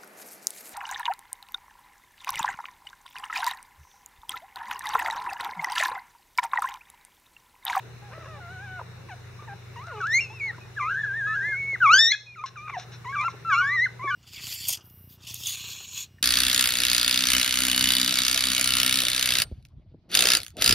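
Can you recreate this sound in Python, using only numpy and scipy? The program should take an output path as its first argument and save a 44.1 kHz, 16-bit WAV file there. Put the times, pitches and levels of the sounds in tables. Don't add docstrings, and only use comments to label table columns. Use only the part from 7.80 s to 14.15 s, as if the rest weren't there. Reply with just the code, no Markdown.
import sys
import numpy as np
from scipy import signal
from scipy.fft import rfft, irfft, next_fast_len
from scipy.io import wavfile
from scipy.ndimage import uniform_filter1d, map_coordinates

SR = 44100
rng = np.random.default_rng(int(sys.argv[2]) if len(sys.argv) > 2 else 0)


def store_wav(level_fs):
    pcm = np.round(np.clip(np.atleast_2d(level_fs), -1, 1) * 32767)
    wavfile.write(sys.argv[1], SR, pcm.T.astype(np.int16))


N = 280035


def amp(db):
    return 10 ** (np.asarray(db) / 20)


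def unit(x):
    return x / np.sqrt(np.mean(x ** 2) + 1e-20)


def along(points, hz, column=1):
    p = np.transpose(points)
    return np.interp(np.log(hz + 1), np.log(p[0] + 1), p[column])


def wobble(rate, size=N):
    knots = rng.standard_normal(int(size * rate / SR) + 4)
    return map_coordinates(knots, [np.arange(size) * rate / SR])


def filtered(x, response):
    m = next_fast_len(N + SR // 2)
    return irfft(rfft(x, m) * response(np.fft.rfftfreq(m, 1 / SR)), m)[..., :N]


def coloured(spectrum):
    return unit(filtered(rng.standard_normal(N), lambda hz: amp(along(spectrum, hz))))


# (frequency [Hz], relative density [dB per Hz])
AIR_COLOUR = [(20, -31), (40, -17), (70, -7.5), (100, -9), (155, -1.5), (190, -10), (280, -22), (390, -8.5),
              (600, -18.5), (1500, -17), (2600, -20), (4000, -20), (4900, -29), (5700, -26), (7500, -36),
              (15800, -42)]
# (frequency [Hz], left-right correlation)
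AIR_LIKENESS = [(60, 0.3), (150, 0.78), (300, 0.44), (1400, 0.45), (3100, 0.082), (15000, .05)]


def air():
    z = signal.stft(rng.standard_normal((2, N)), nperseg=512)[2]
    patches = uniform_filter1d(rng.standard_normal(z.shape[1:]), 6, 0)
    patches = uniform_filter1d(patches, 14, 1)
    pair = signal.istft(z * amp(1.5 * unit(patches)), nperseg=512)[1][:, :N]

    def mid_and_side(hz):
        angle = np.arccos(np.clip(along(AIR_LIKENESS, hz), -1, 1)) / 2
        return amp(along(AIR_COLOUR, hz)) * [np.cos(angle), np.sin(angle)]

    mid, side = filtered(pair, mid_and_side)
    stereo = unit(np.array([mid + side, mid - side]))
    return amp(-48.5) * stereo * amp([[.6], [-.6]])


# (frequency [Hz], level [dB])
MAINS_LINES = [(60, -66), (120, -47)]
# (time [s], level [dB])
MOTOR_LEVEL = [(0, -65), (.5, -50.5), (2.501, -51), (3.7, -59), (6.35, -60.5)]
MOTOR_HZ, MOTOR_SHORT_HZ, MOTOR_SETTLES_S = 96.7, 15, .8


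def hum():
    t = np.arange(N) / SR
    mains = np.zeros(N)
    for hz, db in MAINS_LINES:
        start = rng.uniform(0, 2 * np.pi)
        mains += amp(db + 0.46 * wobble(7.1)) * np.sin(2 * np.pi * hz * t + start)
    s, db = np.transpose(MOTOR_LEVEL)
    motor_level = amp(np.interp(t, s, db) + 1.2 * wobble(4))
    motor_hz = MOTOR_HZ - MOTOR_SHORT_HZ * np.exp(-t / MOTOR_SETTLES_S)
    motor = motor_level * np.sin(2 * np.pi * np.cumsum(motor_hz) / SR)
    return np.sqrt(2) * (mains + motor) * amp([[.4], [-.4]])


# (frequency [Hz], time to fall 60 dB [s])
BEDROOM_DECAY = [(300, 0.42), (2000, 0.23), (5000, 0.4), (10000, 0.21)]


def bedroom(x):
    hz, t, z = signal.stft(rng.standard_normal((2, SR // 2)), SR, nperseg=256)
    fall_db = -60 * t / along(BEDROOM_DECAY, hz)[:, None]
    tail = signal.istft(z * amp(fall_db), SR, nperseg=256)[1]
    tail[1] = 0.69 * tail[0] + 0.65 * tail[1]
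    tail = tail / np.linalg.norm(tail[0])
    late = np.pad(x, (150, 0))[None]
    return signal.fftconvolve(late, tail, axes=1)[:, :N]


def bursts(events, t60, attack):
    out, t = np.zeros(N + SR), np.arange(SR // 8) / SR
    for s, db in events:
        envelope = amp(db - 60 * t / t60) * (1 - np.exp(-t / attack))
        out[round(s * SR):][:len(t)] += envelope * rng.standard_normal(len(t))
    return out[:N]


# (time [s], level before the mattress [dB])
PAW_BUMPS = [(0.377, -43), (1.621, -41), (2.778, -43), (3.681, -39.5), (3.928, -41.5), (4.133, -34.5),
             (5.536, -41), (6.239, -33.5)]


def bumps():
    def mattress(f, hz=420, width_hz=420):
        damping = 1j * f * width_hz
        return amp(20.0) * (damping / (hz * hz - f * f + damping)) ** 2

    return filtered(bursts(PAW_BUMPS, t60=0.059, attack=0.0018), mattress)


# (time [s], level before the mouth [dB])
MOUTH_CLICKS = [(1.6294, -63), (2.039, -43), (2.0687, -39.5), (2.2134, -36), (2.2692, -29), (4.6608, -24),
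                (4.9974, -28), (5.413, -31)]


def clicks():
    def mouth(f):
        return amp(4) / (1 + (f / 6800) ** 10) / (1 + (600 / (f + 1)) ** 2)

    return filtered(bursts(MOUTH_CLICKS, t60=0.016, attack=.0002), mouth)


# (time [s], length [s], level [dB])
SNIFF_PULLS = [(4.656, 0.042, -33), (4.974, 0.079, -40), (5.116, 0.06, -45), (5.492, 0.036, -46)]
# (frequency [Hz], relative density [dB per Hz])
NOSE_COLOUR = [(410, -39), (700, -16.5), (1270, -3), (1710, 6), (1860, -6), (4020, 6), (4750, -12),
               (5540, 4.5), (8300, -34), (12000, -52), (15600, -65), (22000, -120)]


def sniffs():
    t, flow = np.arange(N) / SR, np.zeros(N)
    for s, length, db in SNIFF_PULLS:
        u = np.clip((t - s) / length, 0, 1)
        flow += amp(db) * 2.2 * u ** .5 * (1 - u)
    return flow * coloured(NOSE_COLOUR)


# (time [s], length [s], roughness [0-1])
HOARSE_SPELLS = [(.3, .06, .6), (.36, .07, .4), (.43, .05, .65), (.48, .12, .12), (.99, .05, .75),
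                 (1.62, .03, .4), (1.67, .025, .4), (2.06, .03, .4), (2.715, .08, .7), (4.125, .145, .05),
                 (4.27, .06, .11), (4.87, .05, .6), (4.92, .05, .1), (5.43, .03, .2)]


def hoarseness():
    t, rough = np.arange(N) / SR, np.zeros(N)
    for s, length, depth in HOARSE_SPELLS:
        rough += depth * np.clip(np.minimum(t - s, s + length - t) / 0.0052, 0, 1)
    return rough


# (pitch [Hz], second partial over the fundamental [dB], third over it [dB])
OVERTONE_RULE = [(430, -6.5, -8), (594, -0.5, -7), (672, -2, -14), (753, 3.5, -5.5), (787, 1, -7.5),
                 (1130, -2.5, -15), (1178, -3, -23), (1291, -14.5, -24.5), (1727, -22, -42),
                 (1696, -26, -34.5), (2080, -24.5, -41), (2330, -42, -41), (2670, -11, -28)]
# (time [s], length [s], rise [s],
# second partial gains [dB], third partial gains [dB], higher ones gain more than the third [dB])
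WIDE_MOUTHS = [(2.287, 0.12, .04, 19, 22.5, 11.5), (4.099, 0.35, 0.051, 24, 40, 1),
               (4.169, 0.18, 0.03, 12.5, 8, -3), (4.76, 0.076, 0.019, 2, 5.5, 7),
               (5.363, .1, .02, 3, 0.5, 2.5), (5.725, 0.037, 0.018, 2.5, 2, 4.5)]
# (pitch [Hz], over fundamental [dB])
UPPER_FLOOR = [(600, -33), (1200, -44.5), (1700, -32), (2400, -27.5)]
OPEN_S, OPEN_DB = 0.023, -1
CLOSE_S, CLOSE_DB = 0.026, -9.5
GAPE_ENDS_S = 0.0071
THIRD_WAVERS_DB = 2


def overtones(t, pitch, second_db, third_db):
    shut_db = CLOSE_DB * np.clip(1 - (t[-1] - t) / CLOSE_S, 0, 1)
    shut_db = shut_db + OPEN_DB * np.clip(1 - (t - t[0]) / OPEN_S, 0, 1)
    second_db = along(OVERTONE_RULE, pitch) + second_db + shut_db
    third_db = along(OVERTONE_RULE, pitch, column=2) + third_db + shut_db
    top_db = 0
    for s, length, rise, second_gain, third_gain, top_gain in WIDE_MOUTHS:
        gape = np.clip(np.minimum((t - s) / rise, (s + length - t) / GAPE_ENDS_S), 0, 1)
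        second_db = second_db + second_gain * gape
        third_db = third_db + third_gain * gape
        top_db = top_db + top_gain * gape
    third = amp(third_db + THIRD_WAVERS_DB * wobble(40.6, size=len(t)))
    higher = amp(third_db + top_db) + amp(along(UPPER_FLOOR, pitch))
    return amp(second_db), third, higher


def glide(s, hz, t):
    d = np.diff(hz) / np.diff(s)
    inner = np.where(d[1:] * d[:-1] > 0, 2 * d[1:] * d[:-1] / (d[1:] + d[:-1] + 1e-9), 0)
    slope = np.r_[d[0], inner, d[-1]]
    k = np.clip(np.searchsorted(s, t) - 1, 0, len(d) - 1)
    h = s[k + 1] - s[k]
    u = (t - s[k]) / h
    bend = (1 - u) * (slope[k] - d[k]) - u * (slope[k + 1] - d[k])
    return hz[k] + h * u * (d[k] + (1 - u) * bend)


# (second partial over the rule [dB], third partial over the rule [dB],
# rows of (time [s], pitch [Hz], fundamental level [dB]))
CRY_GLIDES = [ (-11, -10, [(0.22, 814, -51.5), (0.26, 827, -53), (0.3, 770, -53), (0.315, 700, -56)]),
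              (4, 6, [(0.31, 447, -50), (0.35, 644, -55.5), (0.41, 660, -54), (0.445, 558.6, -48.5),
              (0.465, 521, -55.5), (0.485, 652, -52), (0.52, 628, -52.5), (0.59, 541, -51.5)]),
              (-11, -15, [(0.54, 785, -60), (0.6, 848, -45)]), (6, -1.5, [(0.603, 755, -59),
              (0.63, 701, -52.5), (0.68, 689, -50.5), (0.73, 760, -54.5), (0.78, 733, -53.5),
              (0.845, 826, -50.5), (0.88, 755, -52), (0.96, 738.5, -50), (1.0, 670, -47), (1.01, 517, -51),
              (1.035, 457, -44)]), (-23, -20, [(0.99, 1020, -45), (1.02, 990, -41.5)]),
              (-1.5, 1.5, [(1.285, 1180, -50), (1.3, 875, -44), (1.32, 753, -45.5), (1.345, 707, -44)]),
              (-8.5, -10, [(1.59, 1103, -43), (1.61, 1234, -52.5), (1.63, 1150, -48.5), (1.66, 1220, -59)]),
              (-3, -7, [(1.672, 980, -52), (1.68, 900, -46), (1.69, 811, -44), (1.72, 791, -45.5),
              (1.74, 815, -40.5)]), (-6.5, 0.5, [(1.957, 1234, -44.5), (1.97, 930, -42.5),
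              (2.08, 1431, -46.5), (2.12, 1439, -41), (2.19, 1140, -47), (2.245, 1137, -40)]),
              (5.5, 4, [(2.072, 702, -47.5), (2.1, 647, -50), (2.125, 511, -46), (2.15, 431.5, -44.5),
              (2.212, 411, -41.5)]), (-5.5, 0, [(2.203, 1586, -31), (2.24, 1300, -27.5), (2.28, 1680, -29),
              (2.32, 1830, -26.5), (2.35, 2094, -18), (2.375, 2155, -19), (2.403, 2480, -24)]),
              (0, -10, [(2.405, 2766, -25.5), (2.43, 2748, -33), (2.48, 2520, -47.5), (2.54, 2716, -51.5),
              (2.57, 2630, -45), (2.595, 2400, -48)]), (-18, 3, [(2.5, 833, -45.5), (2.53, 919, -50.5),
              (2.55, 1230, -56)]), (9, 8, [(2.597, 2545, -38.5), (2.62, 2225, -29), (2.66, 2204, -30),
              (2.712, 1822, -30.5)]), (-2, -10, [(2.65, 920, -55.5), (2.72, 800, -50.5)]),
              (-6, 1, [(2.715, 1440, -55), (2.76, 1290, -52)]), (-10, -6, [(2.778, 1057, -47),
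              (2.793, 950, -53)]), (2, -5, [(2.81, 2530, -47.5), (2.89, 2420, -69)]),
              (0, -1.5, [(2.963, 1760, -44), (2.98, 1666, -30), (3.0, 1207, -33), (3.035, 1019, -32.5),
              (3.06, 1073, -40.5), (3.09, 1312, -31), (3.12, 1430, -32), (3.195, 1820, -36),
              (3.25, 1590, -26.5), (3.27, 1246, -53)]), (-3, -12, [(3.0, 1164, -32), (3.05, 1210, -29.5),
              (3.09, 1358, -29), (3.115, 1640, -29), (3.15, 1524, -29), (3.2, 1709, -29.5),
              (3.25, 1738, -31.5), (3.31, 1564, -29.5), (3.38, 1821, -30), (3.43, 1600, -28),
              (3.51, 1770, -28), (3.57, 1642, -29), (3.62, 1567, -29), (3.67, 1746, -28.5),
              (3.7, 1723, -30.5), (3.74, 1550, -27), (3.76, 1400, -46)]), (-1.5, 3.5, [(3.465, 1275, -37.5),
              (3.49, 1279, -34.5), (3.53, 1297, -33.5), (3.57, 1540, -31.5), (3.61, 1747, -34.5),
              (3.65, 2000, -31.5), (3.7, 2130, -31), (3.75, 2151, -30.5), (3.79, 2233, -30.5),
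              (3.84, 2187, -30), (3.87, 2216, -32), (3.93, 2172, -27.5), (3.95, 1970, -25.5),
              (3.965, 1170, -42.5)]), (-4, -8.5, [(4.003, 1634, -29), (4.03, 1444, -15.5),
              (4.06, 1212, -15), (4.08, 1097, -16.5), (4.11, 1278, -13.5), (4.13, 1424, -15),
              (4.14, 1497, -10.5), (4.17, 1596, -13.5), (4.2, 1776, -16), (4.235, 1835, -13.5),
              (4.26, 1815, -14.5), (4.28, 1871, -12.5), (4.3, 1968, -20), (4.312, 2074, -11.5),
              (4.322, 2130, 1)]), (-3, -20.5, [(4.321, 1694, -16), (4.352, 1680, -14)]),
              (-53, -64, [(4.33, 2470, -20), (4.4, 2580, -47.5)]), (-21, -6, [(4.457, 2510, -56),
              (4.47, 2493, -34.5), (4.545, 2376, -41), (4.556, 1970, -37)]), (1.5, 5, [(4.558, 1442, -39),
              (4.6, 1195, -31.5), (4.636, 1325, -35.5)]), (-9.5, -4, [(4.638, 1080, -16.5),
              (4.66, 1040, -30.5)]), (1.5, 0.5, [(4.757, 1626, -36.5), (4.77, 1244, -37), (4.79, 1170, -39),
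              (4.83, 1227, -41.5), (4.87, 1242, -35.5), (4.9, 1183, -35), (4.92, 1170, -44),
              (4.94, 1041, -34.5), (4.972, 773, -36)]), (-30, -25, [(4.968, 773, -26), (4.99, 686, -34.5)]),
              (-4.5, -0.5, [(5.245, 1229, -40.5), (5.26, 957, -40), (5.3, 1087, -33), (5.34, 1148, -42.5),
              (5.37, 1185, -28), (5.4, 1077, -35.5), (5.44, 992, -35.5), (5.45, 722, -39)]),
              (0, -1, [(5.325, 1626, -36), (5.345, 1612, -31), (5.36, 1322, -30.5), (5.375, 1167, -40.5),
              (5.4, 1167, -26), (5.43, 1251, -32.5), (5.465, 1372, -22.5), (5.478, 1352, -24),
              (5.484, 1056, -26.5), (5.495, 1096, -39.5)]), (-4.5, -4, [(5.648, 1351, -35.5),
              (5.685, 1335, -26.5), (5.74, 1100, -21), (5.79, 1286, -31), (5.83, 1106, -27.5),
              (5.87, 1128, -37), (5.965, 1190, -35)]), (3.5, 6, [(5.698, 1734, -32), (5.73, 1480, -20),
              (5.755, 1346, -27), (5.79, 1409, -18.5), (5.83, 1522, -25.5), (5.89, 1800, -25.5),
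              (5.945, 2050, -25), (5.99, 1860, -21), (6.05, 2074, -21.5), (6.065, 1520, -27.5),
              (6.073, 1456, -27.5)]), (-4.5, -14, [(6.193, 1090, -39.5), (6.205, 1000, -38.5),
              (6.245, 1169, -32), (6.285, 1080, -28), (6.32, 1179, -32.5), (6.349, 1216, -30.5)]),
              (11.5, 9.5, [(6.275, 1713, -33.5), (6.295, 1742, -31), (6.31, 1550, -26.5),
              (6.335, 1446, -31.5), (6.349, 1464, -18)]), ]
# (frequency [Hz], gain [dB])
UPPER_COLOUR = [(1500, -23.5), (3000, -5), (3600, -14.5), (5000, -25.5), (5800, -12), (7200, -18.5),
                (8300, -62), (11000, -31.5), (15000, -39)]
# (frequency [Hz], relative density [dB per Hz])
BREATH_COLOUR = [(300, -13.5), (1200, -12.5), (4000, -2), (5600, -4), (7500, -11), (8500, -30),
                 (11000, -16), (15500, -35)]
UPPER_FALL_DB = 3


def puppies():
    voice, leak, hoarse = np.zeros(N), np.zeros(N), hoarseness()
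    for second_db, third_db, rows in CRY_GLIDES:
        s, hz, db = np.transpose(rows)
        s = np.sort(s + 1e-4 * np.arange(len(s)))
        n = np.arange(int(s[0] * SR), min(int(s[-1] * SR), N))
        t, rough, size = n / SR, hoarse[n], len(n)
        scatter = .002 * wobble(150, size) + .12 * rough * wobble(500, size)
        pitch = glide(s, hz, t) * (1 + scatter)
        phase = 2 * np.pi * np.cumsum(pitch) / SR
        edge = np.clip(np.minimum(t - s[0], s[-1] - t) / 0.002, 0, 1)
        flutter_db = .8 * wobble(120, size) + 5 * rough * wobble(300, size)
        level = edge * amp(np.interp(t, s, db) + flutter_db) * np.sqrt(2)
        level = level * (1 + .7 * rough * wobble(700, size))

        second, third, higher = overtones(t, pitch, second_db, third_db)
        k = np.arange(4, 10)[:, None]
        upper_db = along(UPPER_COLOUR, k * pitch) - UPPER_FALL_DB * (k - 5.5)
        upper = higher * amp(upper_db) * (k * pitch < SR / 2) * np.cos(k * phase)
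        upper = upper * amp(5 * np.array([wobble(200, size) for _ in k]))
        stack = np.cos(phase) + second * np.cos(2 * phase) + third * np.cos(3 * phase)
        voice[n] += level * (stack + upper.sum(axis=0))
        leak[n] += level * (amp(-43) + amp(-28) * third) * (1 + np.cos(phase))
    voice = filtered(voice, lambda f: 1 / (1 + (330 / (f + 1)) ** 8))
    return voice + leak * coloured(BREATH_COLOUR)


# (frequency [Hz], left over right [dB], left leads [radians])
STEREO_PLACE = [(500, 0, 0.36), (1300, 1.5, 0.021), (2400, 0.3, 0.23), (4230, 4.5, 1.2), (6000, 2, 0.81),
                (12000, 4.5, 1.7)]


def scene():
    near = puppies() + sniffs() + clicks() + bumps()

    def sides(hz):
        left = amp(along(STEREO_PLACE, hz) / 2) * np.exp(.5j * along(STEREO_PLACE, hz, column=2))
        return [left, 1 / left]

    return filtered(near, sides) + amp(-15) * bedroom(near) + hum() + air()


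def gain_control(x, limit_db=-32, attack=0.066, release_db=17, size=88):
    shrill = np.diff(x.mean(axis=0), 2, prepend=[0, 0])
    power = np.abs(uniform_filter1d(shrill ** 2, 900))[::size]
    level_db = 10 * np.log10(power + 1e-12)
    step_s = size / SR
    gain_db, g = np.zeros(len(level_db)), 0
    for i, wanted in enumerate(np.minimum(limit_db - level_db, 0)):
        if wanted < g:
            g = g + (wanted - g) * step_s / attack
        else:
            g = min(g + release_db * step_s, wanted)
        gain_db[i] = g
    return x * amp(np.interp(np.arange(N), np.arange(len(gain_db)) * size, gain_db))


# (frequency [Hz], width [Hz], gain at the centre [dB])
HOUSING_CAVITIES = [(2702, 27, 4.5), (3207, 715, -14), (3164, 48, -11), (4525, 430, -10)]
TOP_HZ = 15770


def record(dry):
    def housing(f):
        response = 1
        for hz, width_hz, db in HOUSING_CAVITIES:
            spring, damping = hz * hz - f * f, 1j * f * width_hz
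            response = response * (spring + damping * amp(db)) / (spring + damping)
        return response

    return filtered(gain_control(filtered(dry, housing)), lambda hz: hz < TOP_HZ)


dry = scene()
out = record(dry)
store_wav(out)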